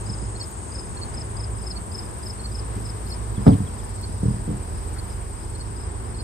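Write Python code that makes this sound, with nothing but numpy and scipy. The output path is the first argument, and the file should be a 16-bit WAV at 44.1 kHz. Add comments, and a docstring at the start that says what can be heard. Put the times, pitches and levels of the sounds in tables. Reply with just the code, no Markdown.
"""A summer hayfield beside open beehives. From the start far traffic rumbles and drones, crickets
scrape their wings in chirps and trills, bees hum and the beekeeper's suit rustles. Two soft knocks
ring a wooden hive box, stems snap, and a cicada's whine sinks and fades. The keeper walks through the
grass; a small bird chips while a heavy box is knocked, once hard enough to overload the two-port
microphone. A light box is knocked as a far truck nears and eases off, and a few dry scrapes follow."""
import sys
import numpy as np
from scipy import signal
from scipy.fft import rfft, irfft, next_fast_len
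from scipy.io import wavfile
from scipy.ndimage import uniform_filter1d

SR = 44100
rng = np.random.default_rng(int(sys.argv[2]) if len(sys.argv) > 2 else 0)


def master(y):
    """Save y as 16-bit WAV."""
    cut = np.clip(np.atleast_2d(y).T, -1, 1)
    pcm = np.round(cut * 32767)  # scale
    wavfile.write(sys.argv[1], SR, pcm.astype(np.int16))


N = 274743
T = np.arange(N) / SR
PORT_LAG_S = 0.00046  # delay between the ports for a sound from one side

# spectrum of traffic and air over the field: frequency_hz, relative_db
AIR_SPECTRUM = [(15, -42), (25, -43), (43, -3), (96, -1.5), (118, -8.5), (140, -12), (209, -18),
                (292, -20.5), (332, -15.5), (427, -17.5), (561, -25), (1010, -23), (1330, -31), (1640, -32),
                (3800, -44.5), (4940, -57), (8360, -120)]
# two far engines at steady speed: pitch_hz, relative_db, fade_db_per_s
ENGINE_TONES = [(56.4, -2.5, 0.82), (106.2, -3, 1.5)]
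# their joint envelope: time_s, level_db
ENGINE_ENVELOPE = [(0.0, -31), (0.25, -31), (0.44, -43), (1.8, -28), (1.86, -50), (2.11, -35.5),
                   (2.89, -27), (3.12, -33), (3.3, -27), (3.6, -28), (3.69, -37), (3.82, -28.5),
                   (4.6, -30.5), (5.6, -28)]
# blurred high cricket chorus, filtered off steeply above 9.1 kHz: frequency_hz, relative_db
CHORUS_FILTER = [(5000, -51), (7000, -21), (7700, -9.5), (8200, -9.5), (8550, -6.5), (8900, -6),
                 (9100, -7.5), (9300, -56), (10000, -70)]
# trilling ground crickets:
# stroke_rate_hz, rate_waver_share, pitch_hz, fall_share, sounding_share, level_db, pan_db, left_lag_s
TRILLS = [(19.3, .008, 8650, .05, .52, -51, 11, -0.0038), (17.72, .03, 8350, .15, .48, -53.5, 9.5, .00002),
          (16.92, .03, 8500, .06, .55, -54.5, -11, -.00003),
          (18.7, 0.0299, 8650, .07, .55, -55.5, -11, 0.009),
          (21.2, 0.0199, 8600, 0.043, 0.5, -51, 3, .00004)]
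# partials of the cicada's whine: offset_hz, relative_db
CICADA_PARTIALS = [(-400, -4), (-205, -10), (-20.5, -2.5), (194.5, -5), (370, -4)]
# spectrum of rubbing cloth and dry grass: frequency_hz, relative_db
RUSTLE_SPECTRUM = [(1500, -10), (3000, -5), (6000, -3), (10000, 5), (11200, -3.5), (13300, 2), (14200, -5),
                   (14700, -45)]
# swishes of a sleeve or a boot: peak_s, half_length_s, level_db
SWISHES = [(0.48, 0.042, -55), (2.263, 0.052, -56), (2.801, .04, -57), (3.09, 0.035, -53), (3.56, .09, -56),
           (5.11, 0.041, -56)]
# chirps of the near, the far and the lower-pitched field crickets: time_s, level_db, first_stroke_db
NEAR_CHIRPS = [(0.0977, -35, 1), (0.4, -37.5, -8), (0.7529, -34.5, 0), (1.1758, -36.5, 0), (1.4013, -36, 2),
               (1.6701, -34.5, 0.5), (1.9504, -33, -1), (2.2648, -35, -1), (2.5525, -37, -2),
               (2.8575, -38, -7), (3.1024, -38, -3)]
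FAR_CHIRPS = [(.2, -52.5, 0), (.785, -49, 0), (1.57, -50, -2), (2.01, -51, 0), (3.44, -54, 0),
              (3.775, -59, -2), (4.28, -58, 0.5), (4.74, -56, -1), (5.08, -54, -2), (5.39, -54, 0),
              (5.57, -58, 0), (5.785, -51.5, 1), (6.06, -58, -2), (6.19, -49, -2)]
LOW_CHIRPS = [(0.4183, -35, 0), (1.0318, -33, 0.5), (1.7725, -34.5, 0), (2.456, -35, 0.5),
              (3.1257, -35, -3), (4.0435, -38, -5), (4.9944, -41, -10), (5.6144, -41, 2.5),
              (6.2058, -38, -1)]
# wing strokes within each of their chirps: offset_s, length_s, pitch_hz, fall_share, relative_db
NEAR_STROKES = [(-.039, 0.016, 5020, .06, -6), (-.012, 0.0245, 5300, 0.13, 0),
                (0.024, 0.0255, 5300, 0.13, 1)]
FAR_STROKES = [(-.03, .024, 5060, .04, -4), (.005, .026, 5130, .04, 1), (0.034, .026, 5150, .04, 1),
               (0.071, .026, 5150, .04, -5.5)]
LOW_STROKES = [(-.069, 0.022, 4350, 0.025, -6.5), (-.024, 0.035, 4520, 0.035, 0)]
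# knocks on the hive boxes: start_s, level_db, brightness_hz, rocking_t60_s, box_name
KNOCKS = [(.098, -22, 150, .12, "light"), (.226, -25, 130, .1, "light"), (2.763, -21.5, 170, 0.3, "heavy"),
          (3.379, -17, 170, 0.2, "heavy"), (3.46, -22, 2500, 0.1, "heavy"),
          (3.4661, -1.5, 870, 0.25, "heavy"), (3.4708, -1.2, 775, 0.23, "heavy"),
          (3.4782, 6, 450, 0.15, "heavy"), (3.5099, -13.5, 165, 0.1, "heavy"),
          (3.5276, -9, 280, 0.1, "heavy"), (3.5555, -13.5, 138, 0.07, "heavy"),
          (3.603, -15, 143, .04, "heavy"), (3.6351, -19, 84, 0.3, "heavy"), (4.092, -27, 200, 0.3, "light"),
          (4.231, -13, 357, 0.4, "light"), (4.255, -13, 150, 0.23, "light"),
          (4.280, -17, 158, 0.1, "light"), (4.340, -20.5, 193, 0.48, "light"),
          (4.478, -18.5, 780, 0.37, "light"), (4.490, -15.5, 204, 0.3, "light")]
# normal modes of the heavy and the light box: frequency_hz, relative_db, t60_s
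BOX_MODES = {"heavy": [(101.5, -4.5, 0.13), (129.5, -10, 0.21), (153, -12, 0.13), (202.2, 3.5, 0.14),
             (280, 5.5, 0.059), (377.5, -6.5, 0.058), (444, -4.5, 0.12), (530, -10.5, 0.072),
             (608, -6.5, .06), (679, -4, .055), (710, -5, 0.069), (842, -10, 0.06), (1120, -7, 0.061)],
             "light": [(128, -2.5, 0.14), (167, -4.5, .083), (202, 6, 0.096), (289, 0, 0.095),
             (381, -7, 0.076), (447, -0.3, .07), (500, -6, 0.054), (678, -4, 0.058)]}
# snaps and scrapes of stems and wood: start_s, level_db, centre_hz, width_octaves, t60_s
SNAPS = [(.509, -47, 13800, .35, .016), (.5145, -48, 13800, .35, .014), (2.763, -53, 5500, 1.5, .22),
         (3.461, -25.5, 880, 1.2, 0.1), (3.466, -39.5, 2950, 1.55, 0.12), (3.476, -23.5, 566, 1.6, 0.12),
         (3.478, -34, 2390, 2.3, 0.039), (3.531, -45.5, 2560, 1.4, 0.12), (4.0135, -47, 13800, .35, .018),
         (4.6, -53, 1800, 1.2, .3), (4.89, -54, 1800, 1.2, 0.44), (4.96, -46, 1640, .8, 0.24),
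         (5.08, -52, 1700, 1.0, .3), (5.21, -53, 2010, 0.93, 0.56), (5.1, -56, 4500, 1.6, .28)]
# the bird's falling chips: start_s, length_s, pitch_hz, fall_share, level_db
BIRD_CHIPS = [(3.347, 0.041, 4000, 0.25, -56), (3.488, .034, 5320, 0.18, -52),
              (3.512, 0.035, 3650, 0.24, -55), (3.649, .04, 4040, 0.28, -58.5),
              (3.775, 0.037, 3970, 0.23, -57)]


def undb(db):
    """Amplitude ratio of a level in decibels."""
    return np.exp(np.asarray(db) * (np.log(10) / 20))


def level(x, db):
    """Normalisation to an rms level."""
    return x * undb(db) / np.sqrt(np.mean(x ** 2))


def sine(hz):
    """Oscillation whose phase is the integral of its frequency."""
    return np.sin(2 * np.pi * np.cumsum(hz) / SR)


def wander(rate_hz):
    """Smoothed random steps for slow or fast modulation, with a spread near 1."""
    hold = int(SR / rate_hz)
    steps = np.repeat(rng.standard_normal(N // hold + 1), hold)
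    return 1.3 * uniform_filter1d(uniform_filter1d(steps, hold), hold)[:N]


def colour(x, points):
    """Spectral shaping by points of frequency_hz, gain_db."""
    hz, db = np.transpose(points)
    size = next_fast_len(N)
    bins_hz = np.fft.rfftfreq(size, 1 / SR)
    gain = undb(np.interp(np.log(bins_hz + 1), np.log(hz), db))
    return irfft(rfft(x, size) * gain, size)[..., :N]


def balance(pan_db):
    """Level difference: port gains with the left pan_db above the right."""
    return undb(np.array([[1], [-1]]) * pan_db / 2)


def place(x, pan_db, lag_s=0):
    """Direction as level and time differences: the left port hears the sound lag_s later."""
    return np.array([np.interp(T - lag_s, T, x), x]) * balance(pan_db)


def add(track, start_s, sound):
    """Superposition of a sound on a track."""
    i = max(int(start_s * SR), 0)
    track[..., i:i + sound.shape[-1]] += sound[..., :max(N - i, 0)]


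def scatter(x, wet_db, t60_s):
    """Scattering by stems and ground gives a short diffuse tail, different at each port."""
    t = T[:SR // 4]
    tail = rng.standard_normal((2, len(t))) * undb(-60 * t / t60_s)
    tail /= np.linalg.norm(tail[0])
    return undb(wet_db) * signal.fftconvolve(x[None], tail, axes=1)[:, :N]


def air(level_db=-33, swell_db=0.62, fade_db_per_s=0.2262):
    """Direct and diffuse fields: receding traffic rumbles on the right; its treble flickers all round."""
    road = place(rng.standard_normal(N), pan_db=-1, lag_s=PORT_LAG_S)
    road = colour(road, [(40, -7.5), (110, -3.5), (180, -1), (600, -2), (1500, -3), (3500, -26)])
    flicker = undb(.7 * wander(20))
    diffuse = rng.standard_normal((2, N)) * balance(4) * flicker
    diffuse = colour(diffuse, [(50, -6), (100, -10), (250, -10), (900, -1), (3500, 0)])
    rumble = level(colour(road + diffuse, AIR_SPECTRUM), level_db)
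    return rumble * undb(swell_db * wander(3.16) - fade_db_per_s * T)


def exhaust(hz, db, flutter_db=1.5, waver_share=0.0119):
    """Periodic firing makes a tone, modulated by the moving air on its long path."""
    amplitude = np.sqrt(2) * undb(db + flutter_db * wander(9))
    return amplitude * sine(hz * (1 + waver_share * wander(10)))


def engines():
    """Common amplitude modulation: two drones swell and dip together, fading as they move off."""
    hum_db = np.interp(T, *np.transpose(ENGINE_ENVELOPE))
    return sum(exhaust(hz, hum_db + db - fade * T) for hz, db, fade in ENGINE_TONES)


def meadow(level_db=-56.5, pan_db=5, swell_db=1.55):
    """Incoherent sources, distant insects and leaves, sum to a smooth hiss."""
    spectrum = [(1500, -6), (3000, 5.5), (5000, 19.5), (7200, 7.5), (9000, -9), (11000, -28)]
    hiss = level(colour(rng.standard_normal((2, N)), spectrum), level_db)
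    return hiss * undb(swell_db * wander(3)) * balance(pan_db)


def ground_crickets(chorus_db=-47, rough_hz=80, waver_hz=80, fade_db_per_s=0.29):
    """Continuous stridulation: trains of falling wing strokes waver over a blurred, filtered chorus."""
    out = level(colour(rng.standard_normal((2, N)), CHORUS_FILTER), chorus_db) * balance(3)
    for rate_hz, unsteady, hz, fall, sounding, db, pan_db, lag_s in TRILLS:
        cycles = np.cumsum(rate_hz * (1 + unsteady * wander(4))) / SR
        progress = np.minimum(cycles % 1 / sounding, 1)
        pitch = hz * (1 - fall * progress ** 2.8) + rough_hz * wander(900) + waver_hz * wander(25)
        trill = np.sin(np.pi * progress ** 1.33) * sine(pitch)
        flutter_db = 0.6 * wander(11) + 1.1 * wander(250)
        trill = level(trill * undb(flutter_db), db)
        out += place(trill, pan_db, lag_s) + scatter(trill, wet_db=-9, t60_s=0.26)
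    return out * undb(-fade_db_per_s * (T - T.mean()))


def since(time_s):
    """Seconds elapsed after time_s, zero before it."""
    return np.maximum(T - time_s, 0)


def cicada(pitch_hz=6830, level_db=-57, sag_hz_per_s=330, fray_hz_per_s=110, fade_db_per_s=9):
    """Random frequency modulation broadens a far whine, which sinks, frays and fades as it runs down."""
    sinking_s = since(.55)
    hz = pitch_hz - sag_hz_per_s * sinking_s
    rough_hz = 55 + fray_hz_per_s * sinking_s
    whine = 0
    for offset_hz, db in CICADA_PARTIALS:
        whine += undb(db + 1.7 * wander(89.6)) * sine(hz + offset_hz + rough_hz * wander(400))
    return place(level(whine, level_db) * undb(-fade_db_per_s * since(0.69)), pan_db=4)


def bees(count=7, wing_hz=215, level_db=-47, slope_db_per_octave=-7):
    """Periodic wingbeats give each bee a wavering harmonic series that swells as it flies nearer."""
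    cycle = np.linspace(0, 1, 256)
    wingbeat = sum(undb(slope_db_per_octave * np.log2(k)) * np.sin(2 * np.pi * k * cycle)
                   for k in range(1, 10))
    out = 0
    for offset, side in zip(np.linspace(-1, 1, count), rng.standard_normal(count)):
        hz = wing_hz * (1 + .12 * offset + .025 * wander(3) + 0.01002 * wander(25))
        buzz = np.interp(np.cumsum(hz) / SR % 1, cycle, wingbeat) * undb(3 * wander(3.07))
        out += place(buzz, 3 * side, PORT_LAG_S * side)
    return level(out, level_db)


def rustle(rest_db=-63, walk_db=-58.5, walk_from_s=1.8, walk_to_s=5.46, ramp_s=0.61, grain_db=3):
    """Friction of cloth and dry stems makes a fine crackle; walking and swishes add in power."""
    walking = np.clip(np.minimum(T - walk_from_s, walk_to_s - T) / ramp_s + .5, 0, 1)
    power = undb(rest_db + (walk_db - rest_db) * walking + 1.2 * wander(8.2)) ** 2
    for peak_s, half_s, db in SWISHES:
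        power += undb(db) ** 2 * np.exp(-((T - peak_s) / half_s) ** 2)
    crackle = rng.standard_normal(N) * undb(grain_db * wander(700))
    diffuse = 0.88 * rng.standard_normal((2, N))
    return level(colour(crackle + diffuse, RUSTLE_SPECTRUM), 0) * np.sqrt(power)


def glide(length_s, hz, fall, bend=3.83, swell=1.9, rise=0.047):
    """A frequency-modulated note that swells and stops; rise and fall are shares of its pitch."""
    progress = np.linspace(0, 1, int(length_s * SR))
    pitch = hz * (1 - rise * (1 - progress) ** 4 - fall * progress ** bend)
    envelope = np.abs(np.sin(np.pi * progress ** swell)) ** .7
    return envelope * sine(pitch)


def field_cricket(chirps, strokes, pan_db, wet_db, rough_db, lag_s=0, judder=0, judder_hz=110):
    """Stridulation: a scraper crosses the wing's file, catches unevenly, may judder, and slows."""
    out = np.zeros(N)
    for time_s, chirp_db, first_db in chirps:
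        for k, (offset_s, length_s, hz, fall, stroke_db) in enumerate(strokes):
            force, detune = rng.standard_normal(2)
            gain = undb(chirp_db + stroke_db + first_db * (k == 0) + 0.61 * force)
            add(out, time_s + offset_s, gain * glide(length_s, hz * (1 + 0.0025 * detune), fall))
    out *= 1 + judder * sine(judder_hz * (1 + .25 * wander(100)))
    out *= undb(rough_db * wander(350))
    return (place(out, 0, lag_s) + scatter(out, wet_db, t60_s=0.15)) * balance(pan_db)


def contacts(count=6, first_gap_s=.026, gap_share=0.95, soften_share=0.88, jitter_s=.001, floor_db=-32):
    """Inelastic rebound: a knocked box rocks in ever quicker, weaker and softer contacts."""
    k = np.arange(count)
    rows = []
    for start_s, db, bright_hz, t60_s, box in KNOCKS:
        gaps_s = first_gap_s * gap_share ** k + jitter_s * rng.standard_normal(count)
        after_s = np.cumsum(gaps_s) - gaps_s
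        levels_db = db - 60 * after_s / t60_s
        rows += zip(start_s + after_s, levels_db, bright_hz * soften_share ** k, [box] * count)
    return [row for row in rows if row[1] > floor_db]


def hive_boxes(rattle_db=-17, rattle_t60_s=0.31, crack_db=-39, crack_t60_s=0.3, vary_db=1.5):
    """Modal resonance: each contact rings a box; loose frames rattle and the wood cracks faintly."""
    t = T[:SR // 3]
    radiation = signal.butter(4, 82, "high", fs=SR, output="sos")  # small walls radiate no deep bass
    dulling = signal.butter(1, 1500, fs=SR, output="sos")
    out = np.zeros(N)
    for start_s, db, bright_hz, box in contacts():
        rattle, crack, mode_mix = rng.standard_normal((3, len(t)))
        ring = sum(undb(mode_db + vary_db * chance - 60 * t / t60_s) * np.sin(2 * np.pi * hz * t)
                   for (hz, mode_db, t60_s), chance in zip(BOX_MODES[box], mode_mix))
        push = t * np.exp(-2 * np.pi * bright_hz * t)  # a softer contact pushes for longer
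        rattle *= undb(-60 * t / rattle_t60_s)
        rattle /= np.linalg.norm(rattle)
        force = push + undb(rattle_db) * signal.fftconvolve(push, rattle)[:len(t)]
        body = signal.fftconvolve(force, signal.sosfilt(radiation, ring))[:len(t)]
        crack = signal.sosfilt(dulling, crack) * undb(crack_db - 60 * t / crack_t60_s)
        add(out, start_s, undb(db) * (body / np.abs(body).max() + crack))
    return place(out, pan_db=-0.6, lag_s=0.0005)


def snaps():
    """Damped transients: stems and wood give bursts of band noise, from crisp ticks to broad scrapes."""
    t = T[:SR // 5]
    out = np.zeros(N)
    for start_s, db, hz, octaves, t60_s in SNAPS:
        edge_ratio = 2 ** (octaves / 2)
        edges_hz = [hz / edge_ratio, min(hz * edge_ratio, SR * .4)]
        band = signal.butter(4, edges_hz, "band", fs=SR, output="sos")
        noise = signal.sosfilt(band, rng.standard_normal(len(t)))
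        add(out, start_s, level(noise, db) * undb(-60 * t / t60_s))
    return place(out, pan_db=2)


def bird():
    """Downward frequency sweeps: quick, rough chips from overhead, with their scattered sound."""
    out = np.zeros(N)
    for start_s, length_s, hz, fall, db in BIRD_CHIPS:
        add(out, start_s, undb(db) * glide(length_s, hz, fall, bend=0.94, swell=0.94, rise=0))
    out *= undb(3.3 * wander(500))
    return place(out, pan_db=6) + scatter(out, wet_db=1, t60_s=0.07)


def truck(fast_hz=46.9, slow_hz=40.3, ease_at_s=4.4, ease_s=0.16, nearest_s=4.46):
    """Pitch follows firing rate, level follows distance: a truck nears, eases off and leaves."""
    hz = slow_hz + (fast_hz - slow_hz) * (1 - np.tanh((T - ease_at_s) / ease_s)) / 2
    away_db = 10 * np.maximum(nearest_s - T, 0) + 5 * since(nearest_s)
    return exhaust(hz, -38 - away_db) + exhaust(2 * hz, -34.5 - away_db)


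def scene():
    """Superposition of every source in the field at the two ports."""
    near = field_cricket(NEAR_CHIRPS, NEAR_STROKES, pan_db=7, wet_db=-12, rough_db=1.5)
    low = field_cricket(LOW_CHIRPS, LOW_STROKES, pan_db=-3, wet_db=-16, rough_db=3,
                        lag_s=.00007, judder=.45)
    far = field_cricket(FAR_CHIRPS, FAR_STROKES, pan_db=12.5, wet_db=-7, rough_db=3)
    wildlife = near + low + far + ground_crickets() + cicada() + bees() + bird()
    traffic = place(engines() + truck(), pan_db=-2.5, lag_s=PORT_LAG_S) + air()
    return wildlife + traffic + meadow() + rustle() + snaps() + hive_boxes()


def record(dry):
    """Saturation flattens the loudest peak at full scale; a low-pass filter then cuts the top."""
    saturated = dry / (1 + dry ** 8) ** (1 / 8)
    low_pass = signal.ellip(8, .2, 70, 15700, fs=SR, output="sos")
    return signal.sosfilt(low_pass, saturated)


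dry = scene()
out = record(dry)
master(out)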